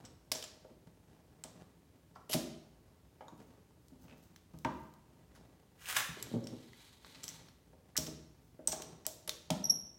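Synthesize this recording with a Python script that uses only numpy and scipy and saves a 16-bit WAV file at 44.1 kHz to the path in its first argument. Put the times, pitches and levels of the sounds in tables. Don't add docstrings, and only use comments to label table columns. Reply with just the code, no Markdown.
import sys
import numpy as np
from scipy import signal
from scipy.fft import rfft, irfft
from scipy.io import wavfile
from scipy.ndimage import uniform_filter1d

SR = 44100
rng = np.random.default_rng(int(sys.argv[2]) if len(sys.argv) > 2 else 0)


def log_audio(samples):
    frames = np.atleast_2d(samples).T
    limited = np.clip(frames, -1, 1)
    pcm = np.round(limited * 32767).astype(np.int16)
    wavfile.write(sys.argv[1], SR, pcm)


N = 440118
TIME_S = np.arange(N) / SR


def undb(db):
    return 10 ** (np.asarray(db) / 20)


def unit(x):
    return x / np.sqrt(np.mean(x ** 2))


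def energy(x, seconds):
    return x * np.sqrt(seconds * SR / np.sum(x ** 2))


def lookup(rows, hz):
    f, value = np.transpose(rows)
    return np.interp(np.log(hz + 1), np.log(f), value)


def colour(x, gain_db, size=4096):
    cepstrum = irfft(np.log(undb(gain_db(np.arange(size // 2 + 1) * SR / size))))
    cepstrum[1:size // 2] *= 2
    cepstrum[size // 2 + 1:] = 0
    return signal.fftconvolve(x, irfft(np.exp(rfft(cepstrum))))[:len(x)]


def ring(modes, t):
    hz, db, t60_s = np.transpose(modes)[:, :, None]
    detune, polarity, scatter = rng.standard_normal((len(modes), 3)).T[:, :, None]
    phase = 2 * np.pi * hz * (1 + 0.0056 * detune) * t
    gain = np.sign(polarity) * undb(db + 2 * scatter)
    return np.sum(gain * np.sin(phase) * np.exp(-np.log(1000) * t / t60_s), axis=0)


def add(track, start_s, sound):
    i = max(int(start_s * SR), 0)
    track[i:i + len(sound)] += sound[:N - i]


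def strokes(rows, attack_s, release_s):
    gains = []
    for start_s, hold_s, db in rows:
        before = np.maximum(start_s - TIME_S, 0) / attack_s
        after = np.maximum(TIME_S - start_s - hold_s, 0) / release_s
        gains.append(undb(db - 20 * np.minimum(before + after, 10)))
    return np.max(gains, axis=0)


def friction(pressure, spectrum, rate_hz, scatter_db, jerk_db):
    catches = (rng.random(N) < rate_hz / SR) * rng.standard_normal(N)
    catches *= undb(scatter_db * rng.standard_normal(N))
    jerks = unit(uniform_filter1d(uniform_filter1d(rng.standard_normal(N), size=500), size=500))
    return pressure * unit(colour(catches * undb(jerk_db * jerks), lambda f: lookup(spectrum, f)))


# f/Hz, level/dB
AIR_SPECTRUM = [(15, -66), (25, -47), (53, 4), (92, 0.5), (157, -4.5), (249, -14.5), (293, -9),
                (427, -12.5), (545, -20.5), (659, -22), (775, -27), (936, -22), (1130, -26), (14800, -33.5),
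                (16000, -34)]
def air(level_db=-66):
    return undb(level_db) * unit(colour(rng.standard_normal(N), lambda f: lookup(AIR_SPECTRUM, f)))


# t/s, hold/s, level/dB
GRIP_SHIFTS = [(0.01, 0.033, -59.5), (1.1, 0.094, -65.5), (1.57, 0.068, -62), (3.4, 0.15, -65.5),
               (4.06, 0.062, -60.5), (5.36, 0.063, -62), (7.14, 0.27, -66.5), (8.85, 0.084, -61),
               (9.71, 0.016, -57)]
# f/Hz, level/dB
GRIP_SPECTRUM = [(40, -20), (140, 4.5), (320, -2), (700, -7.5), (1300, -17), (3000, -25), (8000, -31),
                 (16000, -47)]
def hand_rub(holding_db=-70.5):
    pressure = np.hypot(strokes(GRIP_SHIFTS, attack_s=0.12, release_s=0.18), undb(holding_db))
    return friction(pressure, GRIP_SPECTRUM, rate_hz=1500, scatter_db=0, jerk_db=3.5)


# t/s, level/dB over 10 ms, chatter/ms, main f/Hz, second f/Hz, ring/dB, tilt/(dB/octave)
CONTACTS = [(0.05, -54, 10, 8020, 5660, 17.5, -7), (0.317, -31, 4.5, 10050, 5000, 8, -3),
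            (0.348, -43.5, 15.3, 7400, 5820, 18, -7), (0.4252, -46, 4, 3200, 5000, 12, -3.5),
            (0.439, -47.5, 5.1, 7250, 9550, 12, -6), (1.438, -45.5, 2.8, 7800, 8870, 14, -4.5),
            (2.152, -64, 13, 1410, 4830, 17, -6), (2.293, -44.5, 18, 11300, 2800, 17, -1.5),
            (2.31, -38, 27.5, 11400, 2940, 17, -1.5), (2.33, -33, 11.4, 13200, 10300, 11, -4.5),
            (2.336, -34, 8, 9700, 13400, 10, -3.5), (3.282, -61, 2.5, 3720, 6850, 20, -3),
            (4.3613, -58.5, 2.4, 14170, 15200, 15, -7.5), (4.648, -41, 3, 1857, 2740, 8.5, -11),
            (4.939, -68, 0.93, 8600, 6000, -4, 1), (5.349, -62, 19, 1540, 9900, 15, -5),
            (5.857, -48.5, 4, 2700, 1900, 21, -1), (5.965, -38.5, 1.14, 2140, 2970, 25, 0),
            (6.2265, -41, 1.2, 11540, 7560, 16, -3.5), (6.441, -57, 2.2, 5530, 7500, 23, -8),
            (6.471, -49, 2.5, 5500, 8300, 16, -6), (6.733, -59.5, 1.3, 2000, 3320, 21, -5.5),
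            (7.047, -55.5, 2.9, 4060, 2480, 13, -12.5), (7.147, -54.5, 13, 4140, 2290, 6, -8.5),
            (7.233, -47, 7.7, 7700, 6100, 20, -4.5), (7.2406, -44.5, 1.9, 11200, 7700, 13, -3),
            (7.2805, -44, 2, 14100, 5750, 12, -4.5), (7.289, -46, 4.8, 6160, 7600, 16, -1.5),
            (7.485, -61.5, 3, 4400, 5500, 12, -12), (7.955, -49, 6.2, 1930, 1435, 19, -15.5),
            (7.9667, -34, 3.8, 5450, 14400, 15, -2), (7.9762, -28.5, 2.4, 5600, 7600, 7.5, 0),
            (8.065, -46, 6.2, 6260, 5300, 8, -6), (8.6737, -27.5, 2.4, 8260, 6000, 21, 1),
            (8.7192, -39, 0.57, 8050, 5630, 32, -8), (8.723, -39.5, 6.2, 7100, 8400, 13, -4.5),
            (8.8205, -46.5, 4, 8600, 5950, 5, -4), (9.052, -53.5, 5.2, 5760, 8200, 13, -10.5),
            (9.0657, -33, 1.14, 7540, 11500, 8, 1), (9.2766, -43, 2.8, 11350, 10000, 23.5, -7),
            (9.294, -35, 1.44, 3650, 4250, 6.5, -3.5), (9.504, -35, 3.7, 8760, 3330, 5.5, -5.5)]
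# f/Hz, level/dB
STEEL_SPECTRUM = [(300, -23), (1000, -16.5), (2400, -10), (3800, -3.5), (5700, -0.5), (7700, -1.5),
                  (9500, -6), (12000, -5.5), (15500, -6)]
# f/Hz, level/dB, t60/s
BAR_MODES = [(3080, -8, 0.058), (3504, -23.5, 0.051), (5560, -2, 0.053), (5600, -4.5, 0.072),
             (7100, -26.5, 0.63), (7570, -1, 0.023), (10300, -0.5, 0.066), (11200, -10, 0.12)]
def steel_clicks(contacts, bar_db=-20, jaw_db=-26, jaw_t60_s=0.13, width_hz=430, bounce_db=4.5):
    direct, send = np.zeros(N), np.zeros(N)
    t = np.arange(SR // 4) / SR
    impulse = signal.unit_impulse(len(t))
    for start_s, db, chatter_ms, main_hz, second_hz, ring_db, tilt_db in contacts:
        age = t * 1000 / chatter_ms
        envelope = (1 - np.exp(-age / 0.042)) / (1 + np.exp(np.minimum((age - 0.6) / 0.55, 50)))
        bounces = undb(bounce_db * np.repeat(rng.standard_normal(len(t)), 16)[:len(t)])
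        chatter = energy(envelope * bounces * rng.standard_normal(len(t)), 1)
        snap = 2 * np.exp(-chatter_ms / 2.05) * energy(impulse, 1)
        jaw_modes = [(main_hz, 0, jaw_t60_s), (second_hz, 0, jaw_t60_s)]
        ringing = undb(bar_db) * energy(ring(BAR_MODES, t), 1)
        ringing += undb(jaw_db) * energy(ring(jaw_modes, t), 1)
        peak = lambda f, hz: 1 / (1 + ((f - hz) / width_hz) ** 2)
        jaw = lambda f: ring_db * (peak(f, main_hz) + 0.75 * peak(f, second_hz))
        steel = lambda f: lookup(STEEL_SPECTRUM, f) + tilt_db * np.log2(np.maximum(f, 1200) / 5000)
        click = colour(energy(chatter + snap, 0.68) + ringing, lambda f: steel(f) + jaw(f))
        add(direct, start_s, undb(db) * energy(click, 0.01))
        diffuse = colour(energy(impulse, 0.49) + ringing, lambda f: steel(f) + 0.61 * jaw(f))
        send_db = -6 + 1.34 * np.log2(chatter_ms / 3.2)
        add(send, start_s + chatter_ms / 1000 / 3, undb(db + send_db) * energy(diffuse, 0.01))
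    return direct, send


# t/s, level/dB over 30 ms, centre f/Hz, damping time/ms
BLOWS = [(0.317, -48.5, 650, 100), (0.353, -50.5, 526, 38), (0.647, -57, 490, 50), (0.706, -59.5, 320, 58),
         (1.445, -56, 516, 140), (2.159, -56.5, 890, 58), (2.297, -49.5, 524, 90), (2.343, -40.5, 612, 9.2),
         (2.347, -35, 283, 38), (3.208, -53, 734, 126), (3.282, -59, 850, 33), (3.322, -55.5, 287, 50),
         (3.918, -59.5, 238, 42), (4.115, -57, 256, 130), (4.538, -51, 233, 240), (4.648, -38.5, 1006, 22),
         (4.651, -38, 344, 125), (6.09, -49.5, 136, 88), (6.169, -54, 410, 16), (7.731, -64, 490, 90),
         (7.982, -42, 289, 240), (8.079, -48.5, 354, 35), (8.591, -53, 440, 63), (8.68, -48.5, 490, 240),
         (8.73, -46.5, 620, 64), (8.8, -51.5, 615, 76), (9.068, -52, 613, 53), (9.281, -53, 465, 72),
         (9.5025, -40, 666, 10), (9.507, -36, 216, 42)]
# f/Hz, level/dB, t60/s
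WOOD_MODES = [(70.3, 10.5, 0.52), (136.5, 5.5, 0.23), (156, 0, 0.78), (184, -11, 0.13), (212, 2.5, 0.33),
              (249.2, -1, 0.24), (307.7, -4, 0.37), (351, 1.5, 0.13), (390.7, -4.5, 0.25),
              (490, -0.5, 0.15), (626.5, 3.5, 0.1), (734, -1.5, 0.036), (710, -7, 0.034),
              (883, -2.5, 0.064), (958, 6, 0.025), (1250, 0, 0.0305), (1385, 1.5, 0.043), (1616, 2, 0.0254)]
def wood_knocks(crack_db=-2, crack_s=0.0094, crack_hz=1500, skirt_db=10):
    track, t = np.zeros(N), np.arange(SR // 3) / SR
    for start_s, db, centre_hz, damp_ms in BLOWS:
        burst = rng.standard_normal(len(t)) * np.exp(-t / crack_s)
        crack = colour(burst, lambda f: -10 * np.log10(1 + (f / crack_hz) ** 2))
        body = energy(ring(WOOD_MODES, t), 0.99) + undb(crack_db) * energy(crack, 0.24)
        damped = body * np.exp(-t * 1000 / damp_ms)
        spread_oct = 0.66 * (damp_ms / 100) ** 0.46
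        band_db = lambda f: -skirt_db * np.log(1 + (np.log2((f + 1) / centre_hz) / spread_oct) ** 2 / 2)
        add(track, start_s, undb(db) * energy(colour(damped, band_db), 0.03))
    return track


# t/s, hold/s, level/dB
TURNS = [(3.38, 0.09, -77), (3.84, 0.056, -80), (4.02, 0.031, -74), (4.18, 0.068, -73.5), (4.56, 0.29, -75),
         (8.44, 0.03, -78)]
# f/Hz, level/dB
THREAD_SPECTRUM = [(800, -1), (2500, -6), (6000, 3), (10000, -3.5), (15500, 3)]
def thread_rasp():
    turning = strokes(TURNS, attack_s=0.067, release_s=0.12)
    return friction(turning, THREAD_SPECTRUM, rate_hz=2200, scatter_db=1.5, jerk_db=2), turning


def steel_ticks(turning, arm_motion, screw_db=-6.5, jaw_db=-11):
    shaking = undb(screw_db) * turning + undb(jaw_db) * arm_motion
    return friction(shaking, STEEL_SPECTRUM, rate_hz=39, scatter_db=6, jerk_db=2)


def screw_creak(start_s=4.082, period_s=0.014, count=4, level_db=-65.5, swell_db=2.5):
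    chatter_ms, ring_hz, ring_db, tilt_db = 5.4, 2600, 9, -12
    return [(start_s + k * period_s, level_db + swell_db * np.sin(np.pi * k / count),
             chatter_ms, ring_hz, ring_hz, ring_db, tilt_db) for k in range(count)]


# t/s, hold/s, level/dB
SCUFFS = [(5.822, .015, -57), (5.894, 0.015, -38), (5.968, 0.012, -35.5)]
# f/Hz, level/dB
SCUFF_SPECTRUM = [(150, -33), (450, -13), (850, -8.5), (1300, -1.5), (1900, -0.5), (2900, -3), (4300, -8.5),
                  (7500, -8), (12000, -11.5), (15500, -13)]
def shoe_scuff():
    pressure = strokes(SCUFFS, attack_s=0.046, release_s=0.079)
    return friction(pressure, SCUFF_SPECTRUM, rate_hz=7000, scatter_db=3.5, jerk_db=2)


# t/s, hold/s, level/dB
PULLS = [(5.96, 0.042, -59), (6.24, 0.022, -53), (6.335, 0.04, -44), (6.435, 0.022, -47.5),
         (6.525, 0.015, -46)]
# f/Hz, level/dB
DRAG_SPECTRUM = [(35, -37), (60, -35), (124, 5.5), (178, -5.5), (247, 7), (276, -7.5), (316, -0.5),
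                 (519, -8.5), (563, -7.5), (794, -19), (1600, -37), (2080, -82), (3520, -120)]
def clamp_drag():
    pressure = strokes(PULLS, attack_s=0.074, release_s=0.054)
    return friction(pressure, DRAG_SPECTRUM, rate_hz=480, scatter_db=1, jerk_db=2.5)


# t/s, hold/s, level/dB
ARM_MOVES = [(6.19, 0.1, -59), (6.5, .14, -66.5), (6.79, 0.12, -64), (7.08, 0.19, -64.5),
             (7.3, 0.037, -60.5)]
# f/Hz, level/dB
CLOTH_SPECTRUM = [(530, -26), (900, 0), (1040, -5), (1810, -4.5), (2190, -1), (2690, -6.5), (3230, -1),
                  (4100, 1), (5350, -8), (7140, -7.5), (9310, -11.5), (15100, -16), (16000, -32)]
def shirt_rustle():
    arm_motion = strokes(ARM_MOVES, attack_s=0.3, release_s=0.19)
    return friction(arm_motion, CLOTH_SPECTRUM, rate_hz=14000, scatter_db=4, jerk_db=2.5), arm_motion


# t/s, f/Hz, peak level/dB
PAD_SLIPS = [(9.644, 5700, -26), (9.6555, 5600, -25.5), (9.663, 5910, -37), (9.700, 5615, -18),
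             (9.7052, 5500, -17.5), (9.709, 5850, -23)]
def screw_squeak(half_width_ms=2.57, jitter_hz=35, octave_db=-19, tone_send_db=-9, octave_send_db=-20):
    slip_s, slip_hz, _ = np.transpose(PAD_SLIPS)
    envelope = sum(undb(db) * np.exp(-((TIME_S - peak_s) * 1000 / half_width_ms) ** 2)
                   for peak_s, _, db in PAD_SLIPS)
    jitter = unit(uniform_filter1d(rng.standard_normal(N), size=80))
    pitch_hz = np.interp(TIME_S, slip_s, slip_hz) + jitter_hz * jitter
    phase = 2 * np.pi * np.cumsum(pitch_hz) / SR
    tone, octave = envelope * np.sin(phase), envelope * np.sin(2 * phase)
    return tone + undb(octave_db) * octave, undb(tone_send_db) * tone + undb(octave_send_db) * octave


# f/Hz, t60/s
WALL_DECAY = [(100, 0.74), (400, 0.71), (1200, 0.71), (3500, 0.65), (6000, 0.56), (10000, 0.43),
              (15000, 0.34)]
def wall_echoes(send, build_s=0.00053, early_db=3, early_s=0.017):
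    t, hz = np.arange(SR) / SR, np.arange(SR // 2 + 1)
    noise, tail = rfft(rng.standard_normal(SR)), np.zeros(SR)
    edges_hz = np.append(0, np.geomspace(150, SR / 2, 14))
    for lo, hi in zip(edges_hz, edges_hz[1:]):
        band = irfft(noise * ((hz >= lo) & (hz < hi)))
        tail += band * np.exp(-np.log(1000) * t / lookup(WALL_DECAY, (lo + hi) / 2))
    onset = (1 - np.exp(-(t / build_s) ** 2)) * undb(early_db * np.exp(-t / early_s))
    return signal.fftconvolve(send, energy(tail * onset, 1 / SR))[:N]


def scene(wood_send_db=-1.5, scuff_send_db=-2, handling_send_db=-4.5):
    steel, steel_send = steel_clicks(CONTACTS + screw_creak())
    squeak, squeak_send = screw_squeak()
    wood, scuff = wood_knocks(), shoe_scuff()
    rasp, turning = thread_rasp()
    rustle, arm_motion = shirt_rustle()
    handling = hand_rub() + rasp + steel_ticks(turning, arm_motion) + clamp_drag() + rustle
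    send = (steel_send + squeak_send + undb(wood_send_db) * wood
            + undb(scuff_send_db) * scuff + undb(handling_send_db) * handling)
    return (air() + handling + steel + wood + scuff + squeak + wall_echoes(send))[None]


def record(dry, low_hz=45, top_hz=16000):
    thin = signal.sosfilt(signal.butter(2, low_hz, "high", fs=SR, output="sos"), dry)
    return signal.sosfilt(signal.ellip(10, 0.2, 70, top_hz, fs=SR, output="sos"), thin)


dry = scene()
out = record(dry)
log_audio(out)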